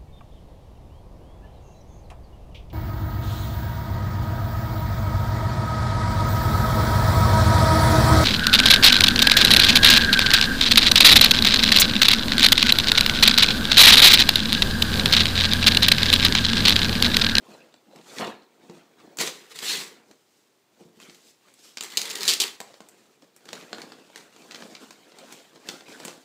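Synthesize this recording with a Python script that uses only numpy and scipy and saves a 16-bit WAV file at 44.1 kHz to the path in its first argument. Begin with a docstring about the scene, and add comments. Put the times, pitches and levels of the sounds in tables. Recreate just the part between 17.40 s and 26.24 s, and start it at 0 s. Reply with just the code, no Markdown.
"""Unwrapping a big gift box

Wrapping paper is pulled off a big cardboard box in a living room, close to a mono microphone.
Hands slide over the box: shaped grain noise makes its boom, the rustle and the hiss; ringing modes make soft knocks.
The sheet rips in three pulls, dense noise grains for breaking fibres, the last with hard snaps where it gives way.
Creases flip in decaying volleys of clicks, most of all as the loose flap crinkles while the box is tilted."""
import sys
import numpy as np
from scipy import signal
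from scipy.fft import rfft, irfft, next_fast_len
from scipy.io import wavfile
from scipy.ndimage import uniform_filter1d, map_coordinates

SR = 44100
rng = np.random.default_rng(int(sys.argv[2]) if len(sys.argv) > 2 else 0)


def unload_wav(signal):
    """Save mono or channel-first audio to the path in sys.argv[1] as 16-bit WAV at rate SR, clipped to [-1, 1]."""
    wavfile.write(
        sys.argv[1],
        SR,
        np.round(np.clip(np.atleast_2d(signal).T, -1, 1) * 32767).astype(np.int16),
    )


N = 389844

# the taut sheet gives way in jerks: [t/s, length/s, peak level/dB]
JERK_TIMES = [(4.5723, 0.0072, -0.5), (4.617, .001, -8.5), (4.756, .001, -14.5), (4.8085, .001, -15),
              (4.8325, .001, -7), (4.8794, 0.039, -0.5), (4.9365, 0.0057, -5), (5.0016, 0.03, -2.5)]
JERK_FADE_DB = 4  # loss over the length of a jerk


def amp(db):
    """Decibels to gain."""
    return 10 ** (np.asarray(db) / 20)


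def unit(x):
    """Scale to rms 1."""
    return x / np.sqrt(np.mean(x ** 2) + 1e-20)


def along(points, hz):
    """Read (Hz, value) points on a log frequency axis."""
    f, v = np.transpose(points)
    return np.interp(np.log(hz + 1), np.log(f + 1), v)


def filtered(x, response):
    """Multiply the spectrum of x by a response of frequency."""
    m = next_fast_len(N + SR // 2)
    return irfft(rfft(x, m) * response(np.fft.rfftfreq(m, 1 / SR)), m)[:N]


def coloured(x, spectrum):
    """Shape x by a spectrum and scale it to rms 1."""
    return unit(filtered(x, lambda hz: amp(along(spectrum, hz))))


def click(level_db, size=2048):
    """The sharpest causal (minimum-phase) pulse whose spectrum is level_db(Hz)."""
    cepstrum = irfft(np.log(amp(level_db(np.fft.rfftfreq(size, 1 / SR)))))
    cepstrum[1:size // 2] *= 2
    cepstrum[size // 2 + 1:] = 0
    return irfft(np.exp(rfft(cepstrum)))


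def add(track, s, sound, db, measure=lambda x: np.abs(x).max()):
    """Mix a sound into the track at a time and a level (its peak, unless measured otherwise)."""
    start = max(round(s * SR), 0)
    part = track[start:start + len(sound)]
    part += (amp(db) * sound / measure(sound))[:len(part)]


def wobble(rate):
    """A smooth random curve, rate knots a second."""
    knots = rng.standard_normal(int(N * rate / SR) + 4)
    return map_coordinates(knots, [np.arange(N) * rate / SR])


def unsteady(depth_db, rate):
    """The uneven pressure of a hand, as a gain."""
    return amp(depth_db * wobble(rate))


def grains(rate, spread_db, clump_db, clump_rate):
    """Tiny impulses of uneven size, about rate a second, whose level wanders so that they seem to clump."""
    sizes = amp(spread_db * np.minimum(rng.exponential(size=N), 4)) * rng.choice([-1, 1], N)
    return sizes * (rng.random(N) < rate / SR) * amp(clump_db * wobble(clump_rate))


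def facet(depth_db, count=45):
    """Random resonances of one facet of the sheet, as (Hz, dB) points."""
    return np.transpose([np.geomspace(300, 16000, count), depth_db * rng.standard_normal(count)])


def flexing(x, depth_db, size=384):
    """The bending sheet keeps changing its resonances, a few hundred Hz wide and some 30 ms long."""
    z = signal.stft(x, nperseg=size)[2]
    field = uniform_filter1d(rng.standard_normal(z.shape), size=3, axis=0)
    field = uniform_filter1d(field, size=7, axis=1)
    return signal.istft(z * amp(depth_db * unit(field)), nperseg=size)[1][:N]


def room_noise(level_db=-66.5):
    """The faint steady noise of the room, shaped from white noise."""
    # noise spectrum: [f/Hz, level/dB per Hz]
    quiet_spectrum = [(25, -24.5), (80, -18), (115, -3), (180, -4), (380, 4), (600, -3.5), (1500, -8.5),
                      (4000, -11), (8000, -15.5), (11000, -22), (15500, -17)]
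    return amp(level_db) * coloured(rng.standard_normal(N), quiet_spectrum)


def room(x, wet_db, count=4, size=2205):
    """The direct sound plus the walls' answer, whose treble dies first; random tails take turns to vary its detail."""
    # reverberation of the room: [f/Hz, t60/s]
    decay_times = [(150, 0.36), (1000, 0.45), (3000, 0.31), (7000, 0.3), (15000, 0.26)]
    hz, t, z = signal.stft(rng.standard_normal((count, SR // 2)), SR, nperseg=256)
    decay = amp(-60 * t / along(decay_times, hz)[:, None])
    tails = signal.istft(z * decay, SR, nperseg=256)[1]
    tails /= np.linalg.norm(tails, axis=1, keepdims=True)
    tails = np.pad(tails, ((0, 0), (SR // 200, 0)))  # the answer comes 5 ms late
    # the tails take turns of size samples, crossfaded
    turn = np.arange(N) // size % count == np.arange(count)[:, None]
    shares = np.sqrt(np.abs(uniform_filter1d(turn.astype(float), size=size // 2, axis=1)))
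    return x + amp(wet_db) * signal.oaconvolve(x * shares, tails, axes=1)[:, :N].sum(axis=0)


def knocking(vary_db=2, attack_s=0.0019, low_cut_hz=108):
    """A hand or knee bumps the box; its panels ring briefly, at new strengths each time."""
    # soft knocks on the box: [t/s, peak level before the low cut/dB]
    knocks = [(0.564, -44), (.812, -27.5), (1.294, -33), (1.805, -34), (3.406, -46), (3.454, -44.5),
              (3.57, -47), (3.683, -43), (5.404, -45.5), (6.056, -47), (7.218, -40.5), (8.284, -38),
              (8.651, -37)]
    # cardboard panel modes: [f/Hz, level/dB, t60/s]
    panel_modes = [(171.4, 0.5, 0.11), (219.6, 0, 0.13), (272, -4, 0.064), (354, -1, 0.13),
                   (453.5, -2, 0.12), (495, -8, 0.11), (658, -13, 0.071)]
    track, t = np.zeros(N), np.arange(SR // 4) / SR
    for s, db in knocks:
        ring = np.zeros(len(t))
        for hz, level, t60 in panel_modes:
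            decay = amp(level + rng.normal(0, vary_db) - 60 * t / t60)
            ring += decay * np.sin(2 * np.pi * hz * t + rng.uniform(0, 2 * np.pi))
        add(track, s, ring * (1 - np.exp(-t / attack_s)), db)
    # the box radiates little bass
    return signal.sosfilt(signal.butter(2, low_cut_hz, "high", fs=SR, output="sos"), track)


def stroke_gains(swell_db=20):
    """Boom, rustle and hiss of all strokes: each climbs swell_db in its rise and sinks as far in its fall."""
    # strokes of hands and flap over the box:
    # [t at the fastest/s, rise/s, fall/s, box boom level/dB, rustle level/dB, hiss level/dB]
    stroke_rows = [(.115, 0.21, 0.32, -52.5, -55, -60.5), (0.579, 0.15, 0.19, -50, -58.5, -66),
                   (.8, 0.19, 0.092, -46, -44.5, -42.5), (0.823, 0.059, 0.13, -29.5, -32.5, -51),
                   (1.38, 0.4, 0.16, -52, -59, -63.5), (1.64, .3, 0.51, -54.5, -60, -66.5),
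                   (1.812, 0.032, 0.063, -36, -55, -63), (2.58, 0.13, 0.12, -55.5, -58, -72),
                   (2.719, 0.12, 0.059, -55.5, -69, -66), (2.97, 0.78, 0.37, -77, -83, -67),
                   (3.41, 0.12, 0.18, -56.5, -64, -63), (3.619, 0.081, 0.24, -57, -54, -54),
                   (3.77, 0.15, 0.12, -77, -77, -58.5), (3.89, 0.12, .12, -67, -71, -56),
                   (4.085, 0.093, 0.11, -64, -59.5, -60), (4.255, 0.12, 0.15, -61.5, -61.5, -50.5),
                   (5.224, 0.06, 0.38, -59.5, -56, -57), (5.6, .4, 0.4, -60.5, -66.5, -64.5),
                   (5.825, .03, 0.094, -58.5, -63, -64), (6.15, 0.18, 0.37, -50, -50, -53),
                   (6.39, 0.22, 0.37, -46, -49, -54.5), (6.78, .22, 0.35, -57.5, -55, -57.5),
                   (7.01, 0.14, 0.22, -55.5, -55.5, -58), (7.16, 0.17, 1, -50.5, -52, -54.5),
                   (7.42, 0.13, 0.16, -61, -58, -68), (7.82, .17, 0.19, -54, -52.5, -63),
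                   (7.94, 0.24, 0.24, -56.5, -52.5, -53), (8.17, 0.24, 0.66, -56.5, -56.5, -61.5),
                   (8.299, 0.086, 0.18, -47.5, -48.5, -49), (8.52, 0.091, 0.13, -48.5, -45.5, -49),
                   (8.664, 0.2, 0.23, -50, -48, -50)]
    t, power = np.arange(N) / SR, np.zeros((3, N))
    for s, rise, fall, *levels_db in stroke_rows:
        away = np.maximum((s - t) / rise, (t - s) / fall)
        near = away < 3
        power[:, near] += np.outer(amp(levels_db), amp(-swell_db * away[near])) ** 2
    return np.sqrt(power)


def sliding(strokes, whump_db=22, steepness=1.81):
    """Stick and slip of paper on cardboard: the box booms, the sheet rustles, its surface hisses."""
    # spectrum of the box boom: [f/Hz, level/dB per Hz]
    boom_spectrum = [(30, -59), (60, -32), (100, -20), (150, -4.5), (250, 1.5), (450, -0.5), (600, -8.5),
                     (720, -5.5), (1100, -14), (2500, -43)]
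    # spectrum of the rustling sheet: [f/Hz, level/dB per Hz]
    rustle_spectrum = [(60, -62.5), (500, 6.5), (800, 1.5), (1400, 3.5), (2200, 0), (4400, -5.5),
                       (5500, -18), (10000, -37)]
    # spectrum of the paper surface: [f/Hz, level/dB per Hz]
    hiss_spectrum = [(200, -73), (1500, -11), (3500, -1.5), (4800, -2), (7500, -2), (10000, -10.5),
                     (15500, -15.5)]
    # spectrum of the box's upper panel modes: [f/Hz, level/dB per Hz]
    whump_spectrum = [(200, -27), (560, -14), (680, 3), (820, -6), (950, -3), (1150, -9.5), (1700, -13),
                      (3000, -44)]
    boom, rustle, hiss = strokes
    drag = grains(rate=6000, spread_db=2.5, clump_db=3.24, clump_rate=90)
    slips = flexing(grains(rate=2600, spread_db=2.5, clump_db=1.5, clump_rate=130), depth_db=5.5)
    fine = flexing(grains(rate=5500, spread_db=2.5, clump_db=1.0, clump_rate=91), depth_db=2.0)
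    # only a hard shove wakes the upper panel modes
    whump = amp(whump_db) * boom ** steepness * coloured(rng.standard_normal(N), whump_spectrum)
    friction = boom * coloured(drag, boom_spectrum)
    friction += rustle * coloured(slips, rustle_spectrum)
    friction += hiss * coloured(fine, hiss_spectrum)
    return whump + unsteady(depth_db=1.35, rate=27) * friction


def small_creases(rustle, count=300, per_s=16, pop_db=8.5, edge_db=-8.5):
    """Little creases flip at random moments, louder the harder the sheet is handled."""
    start, chance = rng.integers(N, size=count), rng.random(count)
    rustle_db = 20 * np.log10(rustle[start] + 1e-9)
    db = rustle_db - 0.5 + rng.uniform(-7.0, 4.325, count)
    flips = chance < per_s * N / SR / count
    return [(i / SR, level, pop_db, edge_db) for i, level in zip(start[flips], db[flips])]


def crinkling(rustle, buckle_t60=.019, settle_db=-25, settle_t60=0.088, ragged_db=3.2,
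              rebound_s=.011, rebound_db=-10):
    """A crease flips in a quick volley of clicks, rebounds and settles; wide folds pop low, tight ones are bright."""
    # large creases buckling: [t/s, rms level as if over 10 ms/dB, relative low pop/dB, relative bright edge/dB]
    large_creases = [(0.104, -56, 10, -7), (0.341, -51.5, 9, -11), (0.56, -51.5, 6, -1),
                     (0.7845, -34, -1, -8), (1.2975, -46.5, 17, -7), (1.7715, -40, 3.5, 12),
                     (1.7872, -30.5, -8.5, 0), (1.8126, -27.5, 9, 3.5), (1.875, -31.5, -1, -3),
                     (2.158, -46, -8, 1.5), (2.189, -34, -17, 2), (2.712, -53, 10, -1), (3.601, -50, 4, -4),
                     (3.697, -49.0, -3, -11.5), (3.746, -53, -10, 5.5), (4.1393, -56, -8, 11),
                     (4.372, -32.5, -4, -7), (4.4085, -30, -7, 1), (4.4356, -36.0, -6, 8.5),
                     (4.6548, -36, -6, 6), (4.7002, -36.5, -6.5, 1), (5.203, -34.0, 9.5, 4),
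                     (5.3407, -49.0, 4.5, -6), (5.4051, -44.5, 15, -1.5), (5.487, -50.0, -5, 12.5),
                     (5.822, -57, 3, -15), (5.9634, -53.0, 4, 12), (6.0552, -50, 9, 1),
                     (6.0893, -41.5, -3, -8), (6.1307, -33.5, 4, -2.5), (6.211, -49, -3, -16),
                     (6.33, -32, 3.5, -16), (6.3836, -44, 16, -7), (6.418, -40.0, -10, -6),
                     (6.5206, -43.0, 5, -14), (6.701, -51.5, 18, -11), (6.7592, -40.0, -4, 0),
                     (6.777, -46, -4, 0), (6.9633, -51.5, 3.5, -10), (7.1104, -41.5, -15, -11),
                     (7.1195, -44, -6, -6), (7.146, -38.5, 1, -7), (7.157, -43, -2, -7),
                     (7.2223, -41.5, 10, -15), (7.3508, -40.5, -10, -15), (7.5079, -44, 7, -3),
                     (7.7196, -51, 8, -20), (7.7865, -47, -2, 3), (7.9246, -43.5, -3, 6.5),
                     (8.1592, -49.5, 11.5, -14), (8.2882, -30.5, -8, -8), (8.2981, -46.5, -2, 0.5),
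                     (8.4077, -46.5, 12, -9.5), (8.4836, -46.5, 11, -15.5), (8.6009, -41.5, 11, -5.5),
                     (8.6507, -35.5, 6, 10.5), (8.6808, -37.5, 9, -3)]
    # spectrum of a crease: [f/Hz, level/dB per Hz]
    crease_spectrum = [(30, -48.5), (100, -20.5), (220, -1.5), (400, -0.5), (1500, -2.5), (4400, 0.5),
                       (5500, -4), (7500, -1.5), (10000, -13.5), (15500, -18.5)]
    track, t = np.zeros(N), np.arange(SR // 16) / SR
    for s, db, pop_db, edge_db in list(large_creases) + small_creases(rustle):
        tilt = [(200, min(pop_db, pop_db / 2)), (600, pop_db), (2000, 0), (5000, 0), (9000, edge_db)]
        resonances = facet(depth_db=2.0)
        volley = rng.standard_normal(len(t)) * amp(ragged_db * rng.standard_normal(len(t)))
        # the fold beside the crease flips after it
        later = t - rebound_s * rng.uniform(.5, 2)
        rebound = (later > 0) * amp(rebound_db - 60 * np.abs(later) / buckle_t60)
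        volley *= amp(-60 * t / buckle_t60) + rebound + amp(settle_db - 60 * t / settle_t60)
        volley[0] = 3.4  # a strong first flip
        flip = click(lambda hz: along(crease_spectrum, hz) + along(tilt, hz) + along(resonances, hz))
        crease = signal.fftconvolve(volley, flip)
        add(track, s, crease, db, measure=lambda x: np.sqrt(np.sum(x ** 2) / (SR // 100)))
    return track


def pull_force(rows):
    """A (s, dB) curve as a gain that starts and stops within a few ms."""
    s, db = np.transpose(rows)
    curve_db = np.interp(np.arange(N) / SR, s, db, left=-150, right=-150)
    return np.abs(uniform_filter1d(amp(curve_db), size=200))


def ripping(firm_pull_db=-31.5, jerk_fibres_db=-27.5):
    """Fibres break by the thousand along the tear, most of all in a jerk; they shake the sheet and the box under it."""
    # first quick pull, two short tugs, second quick pull; force as fibre level: curves of [t/s, level/dB]
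    quick_pulls = [
        [(1.784, -38.5), (1.81, -23.5), (1.848, -34.5), (1.874, -31), (1.926, -48.5), (2.078, -58.5),
         (2.09, -55)],
        [(2.09, -60), (2.12, -43), (2.14, -57), (2.162, -38.5), (2.18, -47.5), (2.19, -44), (2.2, -45)],
        [(2.2, -47), (2.214, -47), (2.224, -34), (2.312, -27), (2.41, -35.5), (2.62, -74)],
    ]
    # force of the long slow pull, before its jerks: [t/s, level/dB]
    slow_pull = [(4.41, -54.5), (4.445, -39.5), (4.5, -50), (4.54, -41), (4.571, -49.5), (4.582, -34),
                 (4.72, -39), (4.85, -31.5), (4.93, -29.5), (4.99, -48), (5.02, -27.5), (5.06, -32.5),
                 (5.11, -52.5), (5.17, -57)]
    # spectrum of the box under the tear: [f/Hz, level/dB per Hz]
    rip_boom_spectrum = [(30, -46), (60, -44), (150, -4), (290, -4), (350, 2.5), (450, 2), (600, -12.5),
                         (1200, -30)]
    # spectrum of the fluttering sheet: [f/Hz, level/dB per Hz]
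    flutter_spectrum = [(60, -62), (400, -23), (750, -0.5), (1150, 2.5), (1500, 0), (2000, 5.5),
                        (3000, -7.5), (6000, -45)]
    # spectrum of breaking fibres: [f/Hz, level/dB per Hz]
    fibre_spectrum = [(100, -66), (1200, -16), (2000, -4.5), (2800, -1), (4200, 1.5), (5500, -4),
                      (7500, -4), (10000, -12.5), (15500, -15.5)]
    quick, slow = sum(pull_force(rows) for rows in quick_pulls), pull_force(slow_pull)
    for s, length, db in JERK_TIMES:
        jerk = pull_force([(s, db), (s + length, db - JERK_FADE_DB)])
        slow = np.hypot(slow, amp(jerk_fibres_db) * jerk)
    fine = flexing(grains(rate=14000, spread_db=2.5, clump_db=1.16, clump_rate=270), depth_db=2.5)
    coarse = flexing(grains(rate=2200, spread_db=2.0, clump_db=3.5, clump_rate=200), depth_db=3.0)
    shake = flexing(grains(rate=7000, spread_db=3.0, clump_db=1.1, clump_rate=120), depth_db=2.0)
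    force = (quick + slow) / amp(firm_pull_db)
    # level at a firm pull; the exponent is dB gained per dB of force
    boom = amp(-45.5) * force ** 0.64 * coloured(shake, rip_boom_spectrum)
    flutter = amp(-42.5) * force ** 0.75 * coloured(shake, flutter_spectrum)
    fibres = quick * coloured(fine, fibre_spectrum) + slow * coloured(coarse, fibre_spectrum)
    return boom + flutter + fibres


def snapping(ring_db=-29, ring_t60=0.073, gap_s=.0022, slowing=1.05, uneven=.4, scatter_db=7, count=24):
    """A jerk is a slowing run of sharp cracks, the first the hardest, each followed by a short shiver of the sheet."""
    # spectrum of a crack: [f/Hz, level/dB per Hz]
    snap_spectrum = [(30, -61.5), (140, -31), (380, -12.5), (600, -26), (900, -20), (1900, -21), (2700, -6),
                     (4400, 0.5), (5700, -6), (7200, -4.5), (10000, -14), (15500, -20.5)]
    track, t, order = np.zeros(N), np.arange(SR // 20) / SR, np.arange(count)
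    for s, length, db in JERK_TIMES:
        gaps = gap_s * slowing ** order * np.exp(uneven * rng.standard_normal(count))
        losses_db = scatter_db * rng.random(count) ** 2 * (order > 0)
        for delay, loss_db in zip(np.cumsum(gaps) - gaps[0], losses_db):
            if delay >= length:
                break
            resonances = facet(depth_db=3.0)
            shiver = amp(ring_db - 60 * t / ring_t60) * rng.standard_normal(len(t))
            shiver[0] = 1  # the break itself
            crack = click(lambda hz: along(snap_spectrum, hz) + along(resonances, hz))
            level_db = db - loss_db - JERK_FADE_DB * delay / length
            add(track, s + delay, signal.fftconvolve(shiver, crack), level_db)
    return track


def scene():
    """Paper and box in the room, over its faint steady noise."""
    strokes = stroke_gains()
    box = room(knocking(), wet_db=-7.0) + room(sliding(strokes), wet_db=-11.5)
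    creases = room(crinkling(rustle=strokes[1]), wet_db=-8)
    tear = room(ripping() + snapping(), wet_db=-9.5)
    mono = room_noise() + box + creases + tear
    return np.array([mono, mono])


def record(dry, ceiling=0.71, hardness=6, low_cut_hz=42, top_hz=15600):
    """The recorder rounds off the tallest cracks, thins the deepest bass and keeps nothing above its band limit."""
    held = dry / (1 + np.abs(dry / ceiling) ** hardness) ** (1 / hardness)
    held = signal.sosfilt(signal.butter(2, low_cut_hz, "high", fs=SR, output="sos"), held)
    return np.array([filtered(channel, lambda hz: hz < top_hz) for channel in held])


dry = scene()
out = record(dry)
unload_wav(out)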